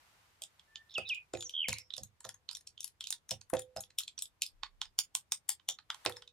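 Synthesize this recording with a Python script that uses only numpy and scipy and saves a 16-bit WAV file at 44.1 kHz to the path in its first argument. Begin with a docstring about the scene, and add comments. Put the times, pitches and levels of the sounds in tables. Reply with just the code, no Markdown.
"""A small wire whisk stirs powder and milk in a tall plastic jug on a kitchen counter, close to a two-port microphone.
Filtered noise makes the room: a faint low hum throughout and a hiss that sinks over the first two seconds.
From 0.4 s short noise bursts through resonances tick as wires on the wall; decaying sines ring the knocked jug.
From 0.7 to 1.8 s a songbird outside rasps, whistles downwards and trills: near sines with swept or warbling pitch.
Ticks go on to 6.3 s; a low rumble passes between 4.4 and 5.1 s, and the hiss swells from 5.9 s and sinks at the end."""
import sys
import numpy as np
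from scipy import signal
from scipy.fft import rfft, irfft
from scipy.io import wavfile
from scipy.ndimage import uniform_filter1d

SR = 44100
rng = np.random.default_rng(int(sys.argv[2]) if len(sys.argv) > 2 else 0)


def voltage_ratio(level):
    """Linear amplitude factor for a level in decibels (scalar or array-like)."""
    return 10 ** (np.asarray(level, float) / 20)


def file_out(sig):
    """Save sig as 16-bit WAV at sys.argv[1]."""
    # one column per channel
    cols = np.atleast_2d(sig).T
    # limit, then scale
    lim = np.clip(cols, -1, 1)
    pcm = np.round(lim * 32767).astype(np.int16)
    wavfile.write(sys.argv[1], SR, pcm)


N = 278712
T = np.arange(N) / SR
F = np.fft.rfftfreq(N, 1 / SR)
LEFT_RIGHT = np.array([[1], [-1]])  # opposite signs at the two ports


def along(table, hz=F):
    """Read (frequency [Hz], value) points on a log-frequency axis."""
    return np.interp(np.log(hz + 1), np.log(np.array(table)[:, 0]), np.array(table)[:, 1])


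def over(table):
    """Read (time [s], value) points at every sample."""
    return np.interp(T, *np.transpose(table))


def unit(x):
    """Scale to rms 1."""
    return x / np.sqrt(np.mean(x ** 2))


def add(out, s, sound):
    """Mix a sound in at s seconds."""
    i = int(s * SR)
    out[..., i:i + sound.shape[-1]] += sound[..., :max(N - i, 0)]


def kitchen_air():
    """Noise in three layers: a low hum, a hiss whose level moves, and a passing rumble around 35 Hz."""
    # colour of the room noise: (frequency [Hz], relative level [dB])
    air = [(13, -54), (22, -25), (81, -11.5), (245, -24.5), (876, -4), (2070, -7), (3500, -10.5),
           (11800, -19), (15200, -23.5), (16500, -59.5)]
    # hiss: (time [s], rms level [dB])
    hiss_level = [(0, -67), (.27, -69.5), (.36, -72), (1.0, -75), (2.0, -80.5), (5.88, -80.5),
                  (5.94, -65.5), (6.15, -64.5), (6.32, -87)]
    # passing low rumble: (time [s], rms level [dB])
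    rumble_level = [(4.4, -100), (4.55, -69), (4.9, -71.5), (5.1, -100)]
    hum_db = -78.5
    mid, side = rfft(rng.standard_normal((2, N))) * voltage_ratio(along(air))
    # the bass is more alike at the two ports than the treble
    both = mid + np.clip(F / 900, .5, 1) * side * LEFT_RIGHT
    low = 1 / (1 + (F / 300) ** 4)
    hum = unit(irfft(both * low, N))
    hiss = unit(irfft(both * (1 - low), N))
    deep = np.exp(-(np.log2((F + 1) / 35) / .5) ** 2)
    rumble = unit(irfft(rfft(rng.standard_normal((2, N))) * deep, N))
    return voltage_ratio(hum_db) * hum + voltage_ratio(over(hiss_level)) * hiss + voltage_ratio(over(rumble_level)) * rumble


def ring(modes, chance, length, rise, scatter_db, tilt_db=0):
    """One blow on damped modes, each with its own strength, tuning and sign; peak 1."""
    hz, db, t60 = np.array(modes, float).T[:, :, None]
    strength, sign, tuning = chance[:3, :len(hz), None]
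    t = np.arange(int(length * SR)) / SR
    size = voltage_ratio(db + tilt_db + scatter_db * strength) * np.sign(sign)
    tones = np.sin(2 * np.pi * hz * (1 + 0.018 * tuning) * t)
    y = (size * tones * 1000 ** (-t / t60)).sum(axis=0)
    y = y * (1 - np.exp(-t / rise))
    return y / np.abs(y).max()


def jug():
    """Harder blows ring the jug body, most near the favoured mode, and thud into the counter."""
    # blows that shake the whole jug: (time [s], level [dB], favoured ring [Hz], counter thud over the ring [dB])
    knocks = [(0.415, -59, 726, -31), (0.98, -38, 442, -14), (1.338, -27.5, 378, -22),
              (1.683, -41.5, 490, -2), (1.978, -47, 630, -11.5), (2.011, -67, 503, 15),
              (2.251, -46, 670, -12.5), (3.312, -38.5, 602, -10.5), (3.533, -22.5, 435, -23),
              (3.763, -35.5, 647, -17.5), (5.688, -50, 770, -26), (6.06, -26.5, 436, -24)]
    # jug body modes: (frequency [Hz], level [dB], t60 before the hand damps it [s])
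    body_modes = [(286, -6.5, 0.021), (352.7, -6, 0.24), (378, -5.5, 0.1), (490.4, -9.5, 0.43),
                  (537.5, 5.5, 0.098), (628.6, 7, 0.077), (691, 3.5, 0.094), (768, 2, 0.17),
                  (1660, -12, 0.038), (2100, -11.5, 0.065), (2640, -9, 0.05)]
    # counter modes: (frequency [Hz], level [dB], t60 [s])
    counter_modes = [(76, 0, 0.26), (106, 0, 0.26), (135, 4, 0.17), (207, 2, 0.22)]
    grip_s, grip_share = .022, .45  # the hand soon damps the ring to this share
    rocking_db = 4  # most the level drifts either way as the base rocks on the towel
    out = np.zeros(N)
    chance = rng.standard_normal((len(knocks), 3, 20))
    drift = uniform_filter1d(uniform_filter1d(rng.standard_normal(N), size=200), size=200)
    rocking = voltage_ratio(rocking_db * np.tanh(unit(drift)))
    mode_hz = np.array(body_modes)[:, :1]
    for (s, db, ring_hz, thud_db), c in zip(knocks, chance):
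        near_db = 10 * np.exp(-(np.log2(mode_hz / ring_hz) / .4) ** 2)
        body = ring(body_modes, c, .4, 0.00064, 2.2, near_db)
        body = body * (grip_share + (1 - grip_share) * np.exp(-T[:len(body)] / grip_s))
        thud = ring(counter_modes, c[:, 14:], .4, 0.0013, 2.2)
        add(out, s, voltage_ratio(db) * (body + voltage_ratio(thud_db) * thud))
    return out * rocking


def touches():
    """Every tick, the weak bounce of a trailing wire after it, and a wire dragging on towards a close next tick."""
    # wire on wall: (time [s], level [dB], favoured ring [Hz], wall over wires [dB], upper wires over wires [dB])
    tick_table = [(0.419, -31.5, 3180, -41, -3), (0.4361, -29.5, 7660, -52, -15),
                  (0.5937, -44, 3800, -16.5, -27), (0.7558, -29, 3030, -26, -65),
                  (0.939, -39.5, 6400, -46, -36), (0.9797, -32.5, 5000, 1.5, -2.5),
                  (1.089, -30.5, 5600, -24, -12), (1.1448, -38.5, 7000, -59, -12),
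                  (1.3349, -30, 7250, -6, -19.5), (1.349, -33, 2580, -19, -29),
                  (1.3703, -41, 4400, -6, -7.5), (1.406, -31, 3380, -67, -7.5),
                  (1.4235, -28.5, 7200, -20, -20.5), (1.493, -30.5, 3340, -46, -12.5),
                  (1.684, -22, 4630, -8.5, -7.5), (1.691, -23, 2310, -19, -17),
                  (1.728, -23.5, 6050, -13.5, -6.5), (1.738, -31.5, 3950, -30, -13),
                  (1.7832, -32.5, 5040, -22, -5), (1.904, -31.5, 3510, -23, -81),
                  (1.937, -25, 3600, -33, -27.5), (1.9645, -34.5, 3710, -22, -4),
                  (1.9787, -29.5, 5400, -20.5, -11.5), (2.0327, -30.5, 7000, -27, -7.5),
                  (2.2041, -40, 7740, -11, -9.5), (2.242, -38.5, 6900, -5.5, -18),
                  (2.2485, -32.5, 5330, -4.5, -9.5), (2.2893, -31.5, 5300, -8.5, -6),
                  (2.3413, -40.5, 6900, -13.5, -12), (2.4893, -25, 3950, -21, -28),
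                  (2.5108, -33, 4830, -16.5, -7.5), (2.549, -28, 5550, -33, -17),
                  (2.568, -37, 5600, -17.5, -1.5), (2.607, -50, 6000, -13, -2),
                  (2.671, -33, 5540, -41, -11.5), (2.776, -37.5, 3330, -28.5, -46),
                  (2.8045, -29, 6050, -58.5, -8), (2.8427, -28.5, 10700, -24.5, -0.5),
                  (2.876, -42, 4550, -21, 0.5), (3.0068, -26.5, 3260, -22.5, -20),
                  (3.039, -29.5, 3410, -42.5, -20), (3.0696, -28.5, 2970, -28, -9.5),
                  (3.104, -21.5, 6070, -26, -2.5), (3.1249, -22.5, 3860, -17, -4.5),
                  (3.29, -32.5, 6400, -17.5, -10), (3.3083, -19.5, 5660, -23.5, -13.5),
                  (3.3133, -24.5, 5670, -16.5, -8), (3.411, -39.5, 6400, -17.5, -13),
                  (3.4983, -43.5, 9130, -1, 6.5), (3.5355, -30.5, 2560, 3.5, -3.5),
                  (3.5667, -30.5, 6200, -11.5, -29.5), (3.592, -29, 6920, -15, -1.5),
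                  (3.6185, -41, 3630, -26, -1), (3.7618, -35.5, 2420, -5.5, -7.5),
                  (3.7691, -30, 5750, -11, -11.5), (3.805, -30, 7200, -22.5, -1.5),
                  (3.8346, -38.5, 5540, -22, -42), (3.902, -48, 2920, -8, -24.5),
                  (3.9857, -16.5, 3440, -60.5, -6), (4.003, -29, 6900, -17, -19),
                  (4.033, -34, 3940, -43, -11.5), (4.078, -28, 3900, -28.5, -19.5),
                  (4.178, -29.5, 5530, -23.5, -24), (4.1892, -29, 8470, -65, -6.5),
                  (4.2219, -24, 7430, -31, -1), (4.254, -38.5, 3750, -50, -9.5),
                  (4.4197, -15, 2730, -35, -12), (4.4626, -30.5, 4800, -74, -10.5),
                  (4.632, -25, 3870, -2.5, -42.5), (4.8151, -20, 3040, -12.5, -31),
                  (4.852, -42, 4773, -7.5, -35), (4.9885, -12.5, 4900, -21.5, -3.5),
                  (5.1508, -16, 8330, -18, -4.5), (5.32, -15.5, 8190, -17.5, -4),
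                  (5.4916, -15.5, 6840, -16.5, -3.5), (5.5946, -50.5, 3360, -6.5, -39.5),
                  (5.6874, -15, 6160, -21, -12), (5.7035, -45, 3200, -9, -23.5),
                  (5.786, -38.5, 3940, -4.5, -38), (5.9017, -21, 3780, -5, -28),
                  (5.9433, -37, 3340, -2.5, -8.5), (6.0494, -32, 3630, 2.5, 2),
                  (6.0608, -16.5, 2630, -4.5, -23), (6.0945, -37, 3970, 4, -0.5),
                  (6.1209, -35.5, 3600, -33, -12), (6.166, -34, 5600, -8.5, -16),
                  (6.22, -39, 3400, -9, -29), (6.275, -39, 3650, -27, -27)]
    bounce_s, bounce_spread_s = .03, .007  # delay after the tick
    bounce_db, bounce_spread_db = -29, 3  # relative to the tick
    drag_gap_s = .05  # wires drag between ticks closer than this
    drag_db, drag_spread_db = -12, 4  # relative to the weaker of the two ticks
    ticks = np.array(tick_table)
    chance = rng.standard_normal((len(ticks), 3))
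    bounces, drags = ticks.copy(), ticks.copy()
    bounces[:, :2] += [bounce_s, bounce_db] + chance[:, :2] * [bounce_spread_s, bounce_spread_db]
    gap = np.diff(ticks[:, 0], append=N)  # the last tick has no close neighbour
    drags[:, 0] += gap * rng.uniform(.3, .9, len(ticks))
    weaker_db = np.minimum(ticks[:, 1], np.roll(ticks[:, 1], -1))
    drags[:, 1] = weaker_db + drag_db + drag_spread_db * chance[:, 2]
    return np.concatenate([ticks, bounces, drags[gap < drag_gap_s]])


def clatter(push, modes, chance, scatter_db, broad, tilt_db=0):
    """A push spectrum through steep resonances of uneven strength; fixed energy."""
    hz, db, width = np.array(modes, float).T[:, :, None]
    tuning, strength = chance[:2, :len(hz), None]
    f = np.linspace(0, SR / 2, len(push))
    hz = hz * (1 + .03 * tuning)
    width = width * broad
    size = voltage_ratio(db + tilt_db + scatter_db / broad * strength)
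    resonance = f * width / (hz ** 2 - f ** 2 + 1j * f * width)
    y = irfft(push * (size * resonance ** 3).sum(axis=0))
    return y / np.sqrt((y ** 2).sum() / 14)


def whisk():
    """Each tick: several wires land within milliseconds and chatter on, ringing wires and wall."""
    # damped modes of the wires, the wall and the upper wires, each:
    # (frequency [Hz], level [dB], resonance width in a tick of -30 dB or softer [Hz])
    wires = [(2580, -2, 360), (3260, 0, 560), (3600, 5, 674), (4145, 3, 800), (4900, 3, 680),
             (5600, 5.5, 340), (6400, 3.5, 830), (7000, 7.5, 470), (7740, 4.5, 2330)]
    wall = [(816, -3.5, 67), (930.6, 7.5, 130), (1070, 8, 310), (1307, 8, 370), (1487, 4, 170),
            (1839, 6.5, 630)]
    sheen = [(8516, 14, 250), (10130, 10, 1300), (10740, 5, 1600), (14600, -9, 260), (12400, -3.5, 2200)]
    contact_s, firming_db = 0.00036, 55  # time constant at -31 dB; ten times shorter for so many dB more
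    lead_in_s = .0022  # a brief random crackle leads into each tick with this time constant
    broadening_db = 20  # a tick so much harder than -30 dB rings twice as broad and half as uneven
    wire_hum_db, wire_hum_t60_s = -21, 0.052  # peak of the hum relative to the tick's
    pan_db = 3.2  # most each port gains or loses as a tick leans to one side
    lead = .02  # seconds before the landing
    out = np.zeros((2, N))
    t = np.arange(4096) / SR - lead
    after = np.clip(t, 0, 1)
    edges = signal.windows.tukey(len(t), .3)
    hits = touches()
    chance = rng.standard_normal((len(hits), 2, len(t)))
    wire_hz, sheen_hz = np.array(wires)[:, :1], np.array(sheen)[:, :1]
    singing = np.array(wall + wires + sheen, float)
    singing[:, 2] = wire_hum_t60_s
    for (s, db, ring_hz, wall_db, treble_db), c in zip(hits, chance):
        # a harder tick is a shorter contact
        phase = after / (contact_s * 10 ** (-(db + 31.0) / firming_db))
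        landing = phase ** 3 * np.exp(3 - phase) / 27
        # a random crackle grows into the landing; after it, wires touch again ever more weakly
        swell_and_fade = np.exp(-np.abs(t) / np.where(t > 0, .02, lead_in_s))
        crackle = voltage_ratio(-8.5) * (np.abs(c[1]) > 2.2) * swell_and_fade
        push = rfft(c[0] * (landing + crackle))
        # so short a contact pushes all frequencies about alike
        push = push / uniform_filter1d(np.abs(push), size=40)
        broad = 2 ** (max(db + 30, 0) / broadening_db)
        near_wire_db, near_sheen_db = [15.0 / broad * np.exp(-(np.log2(hz / ring_hz) / 0.091) ** 2)
                                       for hz in (wire_hz, sheen_hz)]
        # a dull contact also mutes the higher wires
        dull_db = .5 * treble_db * np.clip(np.log2(wire_hz / 4000), 0, 1)
        y = clatter(push, wires, c, 3.5, broad, near_wire_db + dull_db)
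        y = y + voltage_ratio(wall_db) * clatter(push, wall, c[:, 20:], 4.5, broad)
        y = y + voltage_ratio(treble_db) * clatter(push, sheen, c[:, 40:], 3.5, broad, near_sheen_db)
        # free wires and the wall hum on, thin and faint
        share_db = np.repeat([wall_db, 0, treble_db], [len(wall), len(wires), len(sheen)])[:, None]
        share_db = share_db + 9 / broad * np.exp(-(np.log2(singing[:, :1] / ring_hz) / 0.63) ** 2)
        hum = ring(singing, c[[0, 1, 1], 80:], t[-1], .003, 6, share_db)
        y[-len(hum):] += voltage_ratio(wire_hum_db) * hum * np.abs(y).max()
        lean_db = pan_db * np.tanh(c[0, 60]) * LEFT_RIGHT
        add(out, s - lead, voltage_ratio(db + lean_db) * y * edges)
    return out


def echo(x, stretch, gap, hold):
    """Diffuse noise tail, more alike at both ports in the bass; each half octave dies at its own rate."""
    # room decay before stretching: (frequency [Hz], t60 [s])
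    kitchen = [(100, 0.17), (500, 0.087), (1500, 0.14), (5000, 0.11), (16000, 0.087)]
    t = np.arange(SR // 2) / SR
    f = np.fft.rfftfreq(len(t), 1 / SR)
    mid, side = rfft(rng.standard_normal((2, len(t))))
    noise = mid + np.clip(f / 2200, .3, 1) * side * LEFT_RIGHT
    tail = 0
    for hz in 70 * 2 ** np.arange(0, 8, .5):
        window = np.clip(1 - 2 * np.abs(np.log2((f + 1) / hz)), 0, 1)
        band = irfft(noise * window, len(t))
        tail = tail + band * 1000 ** (-t / (stretch * along(kitchen, hz)))
    # it builds up over gap seconds and thins out after hold seconds
    tail = tail * (1 - np.exp(-(t / gap) ** 2)) * (0.063 + np.exp(-(t / hold) ** 6))
    tail = tail / np.sqrt((tail ** 2).sum() / 2)
    return signal.fftconvolve(x[None], tail, axes=1)[:, :N]


def note(s, hz, gain, depth, rate_hz, unsteady):
    """A near sine broken into quick falling slurs, a trill when slow and a rasp when fast."""
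    cycle = np.cumsum(rate_hz * (1 + unsteady[int(s * SR):][:len(hz)])) / SR % 1
    depth = np.clip(depth, 0, 1)
    phase = 2 * np.pi * np.cumsum(hz * (1 - depth * (2 * cycle - 1))) / SR
    # the air stops between slurs
    throb = np.sin(np.pi * cycle) ** np.minimum(30 * depth, 2)
    return gain * throb * signal.windows.tukey(len(hz), .1) * np.sin(phase)


def bird():
    """Rasps swell and climb a little, falls drop quickly to a resting pitch, one trill sinks at its end."""
    # swelling notes: (start [s], length [s], starting pitch [Hz], final level [dB], warble depth [share of pitch])
    rasps = [(0.675, 0.153, 1760, -56, 0.001), (.89, 0.058, 3710, -44, 0.2), (.9, 0.06, 5200, -49, 0.06),
             (1.052, 0.036, 3700, -36, 0.059), (1.07, 0.033, 4770, -46, 0.19),
             (1.36, 0.078, 6840, -39, 0.038), (1.777, 0.046, 5300, -45.5, 0.064)]
    # falling notes: (start [s], length [s], top [Hz], resting pitch [Hz], level [dB], drop time constant [s])
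    falls = [(0.947, 0.046, 4250, 2530, -32.5, 0.0095), (1.091, 0.047, 4200, 2420, -31, 0.0096),
             (1.435, 0.041, 7340, 5350, -42, 0.023), (1.718, 0.015, 3600, 1282, -33, 0.0135)]
    # course of the trill: (time [s], pitch [Hz], level [dB])
    trill = [(1.521, 3070, -72), (1.542, 3305, -32.5), (1.613, 3110, -26.5), (1.636, 2850, -29.5),
             (1.653, 2180, -32.5), (1.667, 2220, -38.5)]
    swell_db, rise = 17, 0.019  # gained over a rasp: level, share of pitch
    warbles_per_cycle, warble_spread = 0.039, .25  # mean warble rate over pitch, its spread as a share
    ragged_db, ragged_pitch = 50, .3  # level and pitch share per unit of raggedness
    fall_attack_s = .006
    trill_hz, trill_depth = 76.1, 0.11  # mean slur rate, depth at the highest pitch
    out = np.zeros(N)
    unsteady = unit(uniform_filter1d(rng.standard_normal(N), 300))
    for s, length, hz, db, depth in rasps:
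        done = np.linspace(0, 1, int(length * SR))
        # the deeper the warble, the more ragged the note
        ragged = depth * np.tanh(unsteady[::-1][int(s * SR):][:len(done)])
        gain = voltage_ratio(db - swell_db * (1 - done) + ragged_db * ragged)
        pitch = hz * (1 + rise * done + ragged_pitch * ragged)
        add(out, s, note(s, pitch, gain, depth, warbles_per_cycle * hz, warble_spread * unsteady))
    for s, length, top_hz, rest_hz, db, drop_s in falls:
        t = np.arange(0, length, 1 / SR)
        pitch = rest_hz + (top_hz - rest_hz) * np.exp(-t / drop_s)
        gain = voltage_ratio(db) * (1 - np.exp(-(t / fall_attack_s) ** 2))
        add(out, s, note(s, pitch, gain, 0, 1, unsteady))  # depth 0: no slurs
    s, hz, db = np.transpose(trill)
    t = np.arange(s[0], s[-1], 1 / SR)
    pitch = np.interp(t, s, hz)
    # the slurs merge into one glide as the pitch sinks
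    depth = trill_depth * (pitch / hz.max()) ** 3
    add(out, s[0], note(s[0], pitch, voltage_ratio(np.interp(t, s, db)), depth, trill_hz, 0.035 * unsteady))
    return out


def scene():
    """Whisk and jug are near, the bird reaches in with a longer tail; two ports pick them up over the room air."""
    # colour of the ports: (frequency [Hz], left minus right [dB])
    port_balance = [(60, -17), (110, -9.5), (200, -4), (380, -15), (700, 0.5), (1290, -0.5), (2380, -0.5),
                    (4400, -6.5), (8120, 2), (15000, 21.5)]
    port_lag_s = .00003  # sound reaches the left port so much earlier
    air = kitchen_air()
    body, ticks, song = jug(), whisk(), bird()
    tick_tail = voltage_ratio(-12) * echo(ticks.mean(axis=0), 0.8, 0.0066, 0.16)
    body_tail = voltage_ratio(-2.5) * echo(body, 1.0, 0.0068, 0.052)
    near = ticks + body + tick_tail + body_tail
    far = song + voltage_ratio(-12.5) * echo(song, 1.5, .04, 0.12)
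    sides = LEFT_RIGHT / 2  # half the difference goes to each port
    ports = voltage_ratio(along(port_balance) * sides) * np.exp(2j * np.pi * F * port_lag_s * sides)
    return irfft(rfft(near + far) * ports, N) + air


def top_cut(x):
    """Nothing passes above the cut-off."""
    return signal.sosfilt(signal.butter(12, 16700, fs=SR, output="sos"), x)


def record(dry):
    """Pass the finished mix through the last stage of the chain."""
    return top_cut(dry)


dry = scene()
out = record(dry)
file_out(out)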